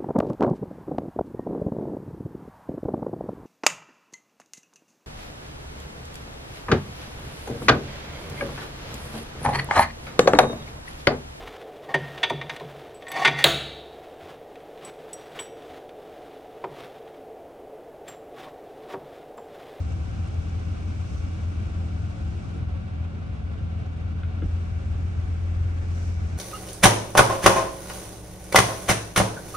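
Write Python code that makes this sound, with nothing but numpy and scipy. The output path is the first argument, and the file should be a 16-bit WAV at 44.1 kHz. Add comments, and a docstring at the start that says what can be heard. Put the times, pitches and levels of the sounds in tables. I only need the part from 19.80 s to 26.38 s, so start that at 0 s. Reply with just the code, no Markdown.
"""A parked car idles throughout: the engine's drone beats with a fan's hum under the rush of the vents.
From the start an electric blind rises over the rear window; its motor hums, the gears whirr and whine,
the fabric hisses. At 2.75 s its arms knock on the top stop and it rests. A switch clicks after 4 s.
At 4.6 s the drive reverses with a thump, and the blind winds down until the end."""
import sys
import numpy as np
from scipy import signal
from scipy.fft import rfft, irfft
from scipy.io import wavfile

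SR = 44100
rng = np.random.default_rng(int(sys.argv[2]) if len(sys.argv) > 2 else 0)


def store_pcm(level_fs):
    """Save levels as 16-bit WAV."""
    pcm = np.round(np.clip(level_fs, -1, 1) * 32767).astype(np.int16)
    wavfile.write(sys.argv[1], SR, np.atleast_2d(pcm).T)


N = 290065
TIME = np.arange(N) / SR
BINS_HZ = np.fft.rfftfreq(N, 1 / SR)


def gain_of(db):
    """Decibels to amplitude factor."""
    return 10 ** (np.asarray(db) / 20)


def unit_rms(x):
    """Scale to rms 1."""
    return x / np.sqrt(np.mean(x ** 2) + 1e-20)


def over_bins(rows):
    """(frequency [Hz], value) rows on every bin, log-frequency interpolation."""
    hz, value = np.transpose(rows)
    return np.interp(np.log(BINS_HZ + 1), np.log(hz + 1), value)


def over_time(rows):
    """(time [s], value) rows on every sample."""
    return np.interp(TIME, *np.transpose(rows))


def running(start_s, end_s, run_up_s=0.018, coast_s=0.059):
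    """Gate: 1 from start to end, run-up before, coast after."""
    return np.interp(TIME, [start_s - run_up_s, start_s, end_s, end_s + coast_s], [0, 1, 1, 0])


def wander(cutoff_hz):
    """Slow random drift, rms 1."""
    grid_s = TIME[::50]
    hz = np.fft.rfftfreq(len(grid_s), grid_s[1])
    spectrum = rfft(rng.standard_normal(len(grid_s))) / (1 + (hz / cutoff_hz) ** 4)
    return unit_rms(np.interp(TIME, grid_s, irfft(spectrum, len(grid_s))))


def stereo(left, right, bass_hz=260):
    """Two spectra to a stereo signal: partly coherent, offset in phase and level."""
    # left-right likeness: (frequency [Hz], coherence [0-1])
    likeness = [(40, 1), (100, 0.6), (170, 0.2), (330, 0.39), (560, 0.45), (760, 0.58), (950, 0.5),
                (1600, 0.66), (1900, 0.43), (2300, 0.3), (2800, 0.4), (3300, 0.04), (9000, 0.05)]
    # left ahead of right: (frequency [Hz], phase [rad])
    lead = [(50, 0.25), (100, 0.5), (170, 1.5), (330, -1.2), (480, -2), (800, -1.83), (1200, -1.37),
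            (1650, -2.5), (2150, -3.5), (2450, -6), (2800, -6.5), (9000, -7)]
    # left minus right: (frequency [Hz], level [dB])
    balance = [(60, 2.5), (400, -1), (540, -1.5), (660, 0.5), (1320, -1), (1490, 5.5), (1800, -1),
               (2200, -0.5), (2900, -1), (4400, 0.5), (5800, 4), (7200, -1.5), (9500, -3.5)]
    bass_floor = 1 / (1 + (BINS_HZ / bass_hz) ** 4)  # long waves reach both sides alike
    coherence = np.clip(over_bins(likeness), bass_floor, 1)
    right = coherence * left + np.sqrt(1 - coherence ** 2) * right
    right = right * np.exp(-1j * over_bins(lead))
    tilt = gain_of(over_bins(balance) / 2)
    return irfft(np.array([left * tilt, right / tilt]), N)


def cabin_noise(spectrum_db, ripple_db=1.63):
    """Coloured stereo noise, rms 1, combed by reflections off glass and trim."""
    delays_s = rng.uniform(.003, .025, 16)
    comb = unit_rms(sum(np.cos(2 * np.pi * (BINS_HZ * delay + rng.random())) for delay in delays_s))
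    comb_db = ripple_db * comb * np.minimum(BINS_HZ / 2000, 1)
    white = rfft(rng.standard_normal((2, N)))
    return unit_rms(stereo(*white * gain_of(spectrum_db + comb_db)))


def vents(level_db=-42.5, gust_db=0.81):
    """Steady rush of air, coloured by the cabin's resonances."""
    # air spectrum: (frequency [Hz], relative density [dB])
    air = [(30, -23.5), (170, 3), (300, -4), (380, -8), (500, -12.5), (900, -15), (1500, -17.5),
           (1850, -20.5), (2700, -22.5), (4200, -30), (6200, -35), (7300, -39.5), (9300, -41.5),
           (10800, -56.5), (12500, -81.5)]
    # cabin resonances: (frequency [Hz], width [Hz], lift [dB])
    resonances = [(273.3, 26, 4.5), (428.3, 26, 7.5), (537, 36, 8.5), (626, 87, 4), (746, 71, 8),
                  (1130, 48, 4), (1340, 68, 3), (1407, 79, 4), (1486, 75, 3), (1600, 70, 3), (2020, 86, 2),
                  (2278, 110, 5.5), (2520, 90, 1), (2755, 130, 3), (3420, 140, 1.5), (3750, 220, 2.5)]
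    lift_db = sum(db / (1 + (2 * (BINS_HZ - hz) / width_hz) ** 2) for hz, width_hz, db in resonances)
    return gain_of(level_db + gust_db * wander(24)) * cabin_noise(over_bins(air) + lift_db)


def fan(hum_hz=90.8, level_db=-40.5, waver_hz=0.34, flutter=0.28, right_db=-5.0):
    """Wavering hum just above the engine's strongest order; the two beat."""
    turns = rng.random() + np.cumsum(hum_hz + waver_hz * wander(2.3)) / SR
    hum = (1 + flutter * wander(3.3)) * np.sin(2 * np.pi * turns)
    return np.sqrt(2) * gain_of(level_db) * hum * gain_of([[0], [right_db]])


def rumble(crank_rad, level_db=-33.0, throb=0.034):
    """Body panels shake around the cabin's boom, hardest once per crankshaft turn."""
    # panel spectrum: (frequency [Hz], relative density [dB])
    panels = [(22, -35), (32, -23), (40, -20.5), (52, -14.5), (66, 0), (80, -2), (102, -6), (130, -10.5),
              (155, -18), (290, -29.5), (400, -34), (900, -92)]
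    return gain_of(level_db) * (1 + throb * np.cos(crank_rad)) * cabin_noise(over_bins(panels))


def engine(crank_rad, firing_hz, idle_hz=42.133, swell_db=-1.4, right_db=-1.2):
    """Crank-locked orders: with speed the low ones swell toward the cabin's boom, the high ones ease."""
    # engine orders: (multiple of firing rate [1], relative level [dB])
    orders = [(1, -10), (1.5, -16), (2, 2.5), (2.5, -11.5), (3, -28.5), (4, -14), (5, -19), (7, -29.5)]
    low_db = -32.4 + 5 * (firing_hz - idle_hz) + swell_db * wander(1.8)
    high_db = -31 - 4 * (firing_hz - idle_hz)
    drone = np.zeros(N)
    for multiple, db in orders:
        base_db = low_db if multiple <= 2 else high_db
        depth = 0.027 if db > -6 else 0.1  # uneven combustion shakes weak orders most
        waver = 1 + depth * (wander(4) + 1j * wander(4))
        drone += gain_of(base_db + db) * (waver * np.exp(2j * multiple * crank_rad)).real
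    return np.sqrt(2) * drone * gain_of([[0], [right_db]])


def runner_ticks(t60_s=0.042, attack_s=0.001, width_hz=3800):
    """The blind's runners catch and let go: crisp bursts of treble noise."""
    # ticks: (time [s], level [dB], band centre [Hz], left minus right [dB])
    ticks = [(.121, -54, 6700, 0), (.473, -56.5, 8300, 1), (2.767, -63, 8400, 0), (4.061, -61, 5800, -3),
             (4.173, -67, 8800, -2), (4.659, -63, 8200, 0)]
    t = TIME[:SR // 10]
    hz = np.fft.rfftfreq(len(t), 1 / SR)
    out = np.zeros((2, N))
    for time_s, db, centre_hz, balance_db in ticks:
        band = np.exp(-(2 * (hz - centre_hz) / width_hz) ** 4)
        burst = unit_rms(irfft(rfft(rng.standard_normal((2, len(t)))) * band, len(t)))
        envelope = np.minimum(t / attack_s, 1) * gain_of(db - 60 * t / t60_s)
        pan = gain_of([[balance_db / 2], [-balance_db / 2]])
        onset = round(time_s * SR)
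        out[:, onset:onset + len(t)] += burst * envelope * pan
    return out


def struck(blows, modes, contact_s, wet_db, cabin_t60_s):
    """Blows ring a set of modes, duller with longer contact; the cabin adds a short scatter."""
    t = TIME[:SR // 4]
    ring = sum(gain_of(db - 60 * t / t60_s) * np.sin(2 * np.pi * hz * t) for hz, db, t60_s in modes)
    ring *= 1 - np.exp(-t / contact_s)
    scatter = rng.standard_normal((2, len(t))) * gain_of(-60 * t / cabin_t60_s)
    paths = gain_of(wet_db) * scatter / np.linalg.norm(scatter[0])
    paths[:, 0] += 1  # direct path
    impulses = np.zeros(N)
    for time_s, db in blows:
        impulses[round(time_s * SR)] += gain_of(db)
    direct = signal.fftconvolve(impulses, ring)[None, :N]
    return signal.fftconvolve(direct, paths, axes=1)[:, :N]


def switch_clicks():
    """Plastic switch and linkage click and rebound."""
    # clicks: (time [s], level [dB])
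    clicks = [(4.063, -45), (4.433, -32.5), (4.449, -44), (4.6195, -36), (4.6225, -37.5), (4.630, -42)]
    # plastic modes: (frequency [Hz], gain [dB], t60 [s])
    modes = [(1398, -8.5, 0.061), (1480, -7, 0.047), (2110, -13, 0.032), (2500, -14.5, 0.035),
             (2950, -12, 0.017), (3440, -14.5, 0.022)]
    return struck(clicks, modes, contact_s=.0005, wet_db=-8, cabin_t60_s=.04)


def shelf_jolt():
    """The rear shelf takes up the jolt of reversing."""
    # jolt: (time [s], level [dB])
    jolts = [(4.644, -26)]
    # shelf modes: (frequency [Hz], gain [dB], t60 [s])
    modes = [(56, 9, 0.14), (123, 12, 0.046), (177, 2, 0.065), (257, -2, 0.09)]
    return struck(jolts, modes, contact_s=.003, wet_db=-18, cabin_t60_s=.08)


def arm_knocks():
    """The blind's arms knock at the top stop and on reversing."""
    # knocks: (time [s], level [dB])
    knocks = [(2.746, -38), (2.761, -34), (2.784, -40), (4.624, -23)]
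    # arm modes: (frequency [Hz], gain [dB], t60 [s])
    modes = [(287, -12, 0.1), (312, -2.5, 0.079), (385, -9, 0.036), (443, -12, 0.071), (1266, -16, .03),
             (1656, -24, 0.05)]
    return struck(knocks, modes, contact_s=.0018, wet_db=-10, cabin_t60_s=.05)


def snag_power(rate_per_s=160, spread_db=2, decay_s=0.002):
    """Single threads snap on the lip of the slot: power envelope, mean 1."""
    size_db = spread_db * np.minimum(rng.exponential(1, N), 3)
    snaps = gain_of(size_db) ** 2 * (rng.random(N) < rate_per_s / SR)
    power = signal.lfilter([1], [1, -np.exp(-1 / (decay_s * SR))], snaps)
    return power / power.mean()


def fabric(rub_db, snag_share=.2, rustle_db=-0.23, hard_rub_db=-56):
    """Mesh cloth snags over the lip of its slot: hiss and, rubbed hard, sizzle up to about 10 kHz.
    Above that lies a faint, thin treble fizz, not from the cloth."""
    # cloth hiss to about 10 kHz, faint fizz from 11 kHz: (frequency [Hz], relative density [dB])
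    hiss_and_fizz = [(800, -15.5), (2200, -2.5), (2900, -5.5), (3600, 1), (4500, 2), (5500, 3), (6400, 1),
                     (7300, 0.5), (9200, -3.5), (10100, -18), (11200, -37), (13500, -26), (15500, -32)]
    # cloth sizzle to about 10 kHz, faint fizz from 11 kHz: (frequency [Hz], relative density [dB])
    sizzle_and_fizz = [(3000, -24), (4800, -3.5), (5450, 7.5), (6300, 7.5), (7200, -7.5), (9900, -10),
                       (11000, -23), (12300, -21.5), (13200, -14), (15500, -13)]
    soft_db = rub_db + rustle_db * wander(14)
    hard_db = hard_rub_db + 2 * (soft_db - hard_rub_db)
    soft = gain_of(soft_db) * cabin_noise(over_bins(hiss_and_fizz))
    hard = gain_of(hard_db) * cabin_noise(over_bins(sizzle_and_fizz))
    return (soft + hard) * np.sqrt(1 + snag_share * (snag_power() - 1))


def gear_whine(shaft_rad, start_s, end_s, fuzz=0.53, fuzz_hz=25):
    """The loaded gearbox sings on shaft orders, each blurred by play in the teeth."""
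    # whine orders: (multiple of shaft rate [1], relative level [dB])
    orders = [(4, -0.5), (5, -12.5), (7, 1.5), (12, -9), (14, -8)]
    # whine on the way up: (time [s], level [dB])
    levels = [(0, -57), (.4, -55), (.6, -57), (.95, -58), (1.15, -62), (1.48, -60), (1.75, -64),
              (2.1, -52.5), (2.76, -62)]
    tones = np.zeros((2, N))
    for multiple, db in orders:
        amplitude = np.array([1 + fuzz * wander(fuzz_hz), fuzz * wander(fuzz_hz)])
        tones += gain_of(db) * amplitude * np.sin(multiple * shaft_rad)
    return running(start_s, end_s) * gain_of(over_time(levels)) * unit_rms(stereo(*rfft(tones)))


def motor(shaft_rad, hum_db, whirr_shape, whirr_db, octave_db=-14, flutter=0.27, puff_depth=0.22):
    """The motor hums with three pulls per turn; each pull draws a puff of whirr from the gears."""
    pull_rad = 3 * shaft_rad
    hum = np.sin(pull_rad) * (1 + flutter * wander(10))
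    hum += gain_of(octave_db) * np.sin(2 * pull_rad) * (1 + wander(39))
    whirr = cabin_noise(over_bins(whirr_shape)) * (1 + puff_depth * np.cos(pull_rad))
    return np.sqrt(2) * gain_of(hum_db) * hum + gain_of(whirr_db) * whirr


def blind_stroke(shaft_rad, stroke, whirr_shape, unloaded_db=-8, speed_lift_db=2.5,
                 scrape_width_deg=4.2, drag_share=0.5):
    """Arms swing evenly. Half open, motor load peaks and the fabric scrapes; near upright it slows."""
    start_s, end_s, from_deg, to_deg, hum_db, whirr_db, rub_db, scrape_db, scrape_deg = stroke
    arm_deg = over_time([(start_s, from_deg), (end_s, to_deg)])
    fabric_speed = np.cos(np.radians(arm_deg))
    load = np.sqrt(abs(np.sin(2 * np.radians(arm_deg))))
    scrape = np.exp(-((arm_deg - scrape_deg) / scrape_width_deg) ** 2)
    dragging = (to_deg < from_deg) & (arm_deg < scrape_deg)  # going down, past the scrape
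    friction = np.maximum(scrape, drag_share * dragging)
    drive = motor(shaft_rad, hum_db, whirr_shape, whirr_db + unloaded_db * (1 - load))
    cloth = fabric(rub_db + speed_lift_db * fabric_speed + scrape_db * friction)
    return running(start_s, end_s) * (drive + cloth)


def blind(shaft_drift_hz=0.45):
    """The motor pushes the blind up with a whine, rests, then eases it down."""
    # motor shaft, sagging under load: (time [s], speed [turns/s])
    shaft_speed = [(0, 112), (.3, 109), (.7, 113), (1, 101), (1.35, 104), (1.7, 105), (2, 113), (2.25, 100),
                   (2.5, 111), (2.76, 110), (4.64, 127), (6.58, 112)]
    # strokes, arms flat at 0 deg, upright at 90: (start [s], end [s], from [deg], to [deg],
    # hum [dB], whirr [dB], rub [dB], scrape lift [dB], scrape angle [deg])
    strokes = [(0, 2.76, 9.4, 90, -55.5, -51.5, -64, 3, 48.5),
               (4.64, 6.6, 90, 38.1, -60.5, -55.5, -65.5, 6.5, 47.8)]
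    # gear whirr going up: (frequency [Hz], relative density [dB])
    whirr_up = [(100, -1), (160, 24), (250, -4.5), (420, 12), (500, -9), (660, 8), (770, 9.5), (900, -10),
                (1120, 7.5), (1500, 2.5), (1850, -5), (2250, 3), (2800, 0), (4000, -7.5), (5200, -11),
                (9000, -46)]
    # gear whirr going down: (frequency [Hz], relative density [dB])
    whirr_down = [(300, 6), (1100, -11.5), (1350, -2), (1600, 8.5), (1900, 2.5), (2300, 5), (2700, -9),
                  (3100, -18.5), (9000, -52)]
    rise, fall = strokes
    shaft_hz = over_time(shaft_speed) + shaft_drift_hz * wander(5.14)
    shaft_rad = 2 * np.pi * np.cumsum(shaft_hz) / SR
    up = blind_stroke(shaft_rad, rise, whirr_up) + gear_whine(shaft_rad, *rise[:2])
    return up + blind_stroke(shaft_rad, fall, whirr_down)


def scene():
    """Idling car, with the blind going up and down inside."""
    # idle, picking up slightly toward the end: (time [s], firing rate [Hz])
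    idle = [(0, 42.15), (1.2, 42.27), (2.8, 41.65), (4.1, 41.96), (5, 42.51), (6, 43.04), (6.58, 42.6)]
    firing_hz = over_time(idle) + 0.053 * wander(1.66)
    crank_turns = rng.random() + np.cumsum(firing_hz) / 2 / SR  # two firings per turn
    crank_rad = 2 * np.pi * crank_turns
    car = engine(crank_rad, firing_hz) + rumble(crank_rad) + fan() + vents()
    return car + blind() + arm_knocks() + shelf_jolt() + switch_clicks() + runner_ticks()


def record(dry, low_cut_hz=31, high_cut_hz=15500, fade_s=.003):
    """Cut the deepest bass and top treble; fade both ends."""
    highpass = signal.butter(4, low_cut_hz, "highpass", fs=SR, output="sos")
    lowpass = signal.firwin(511, high_cut_hz, window=("kaiser", 9), fs=SR)
    fade = np.clip(np.minimum(TIME, TIME[-1] - TIME) / fade_s, 0, 1)
    return signal.oaconvolve(signal.sosfilt(highpass, dry) * fade, lowpass[None], "same")


dry = scene()
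out = record(dry)
store_pcm(out)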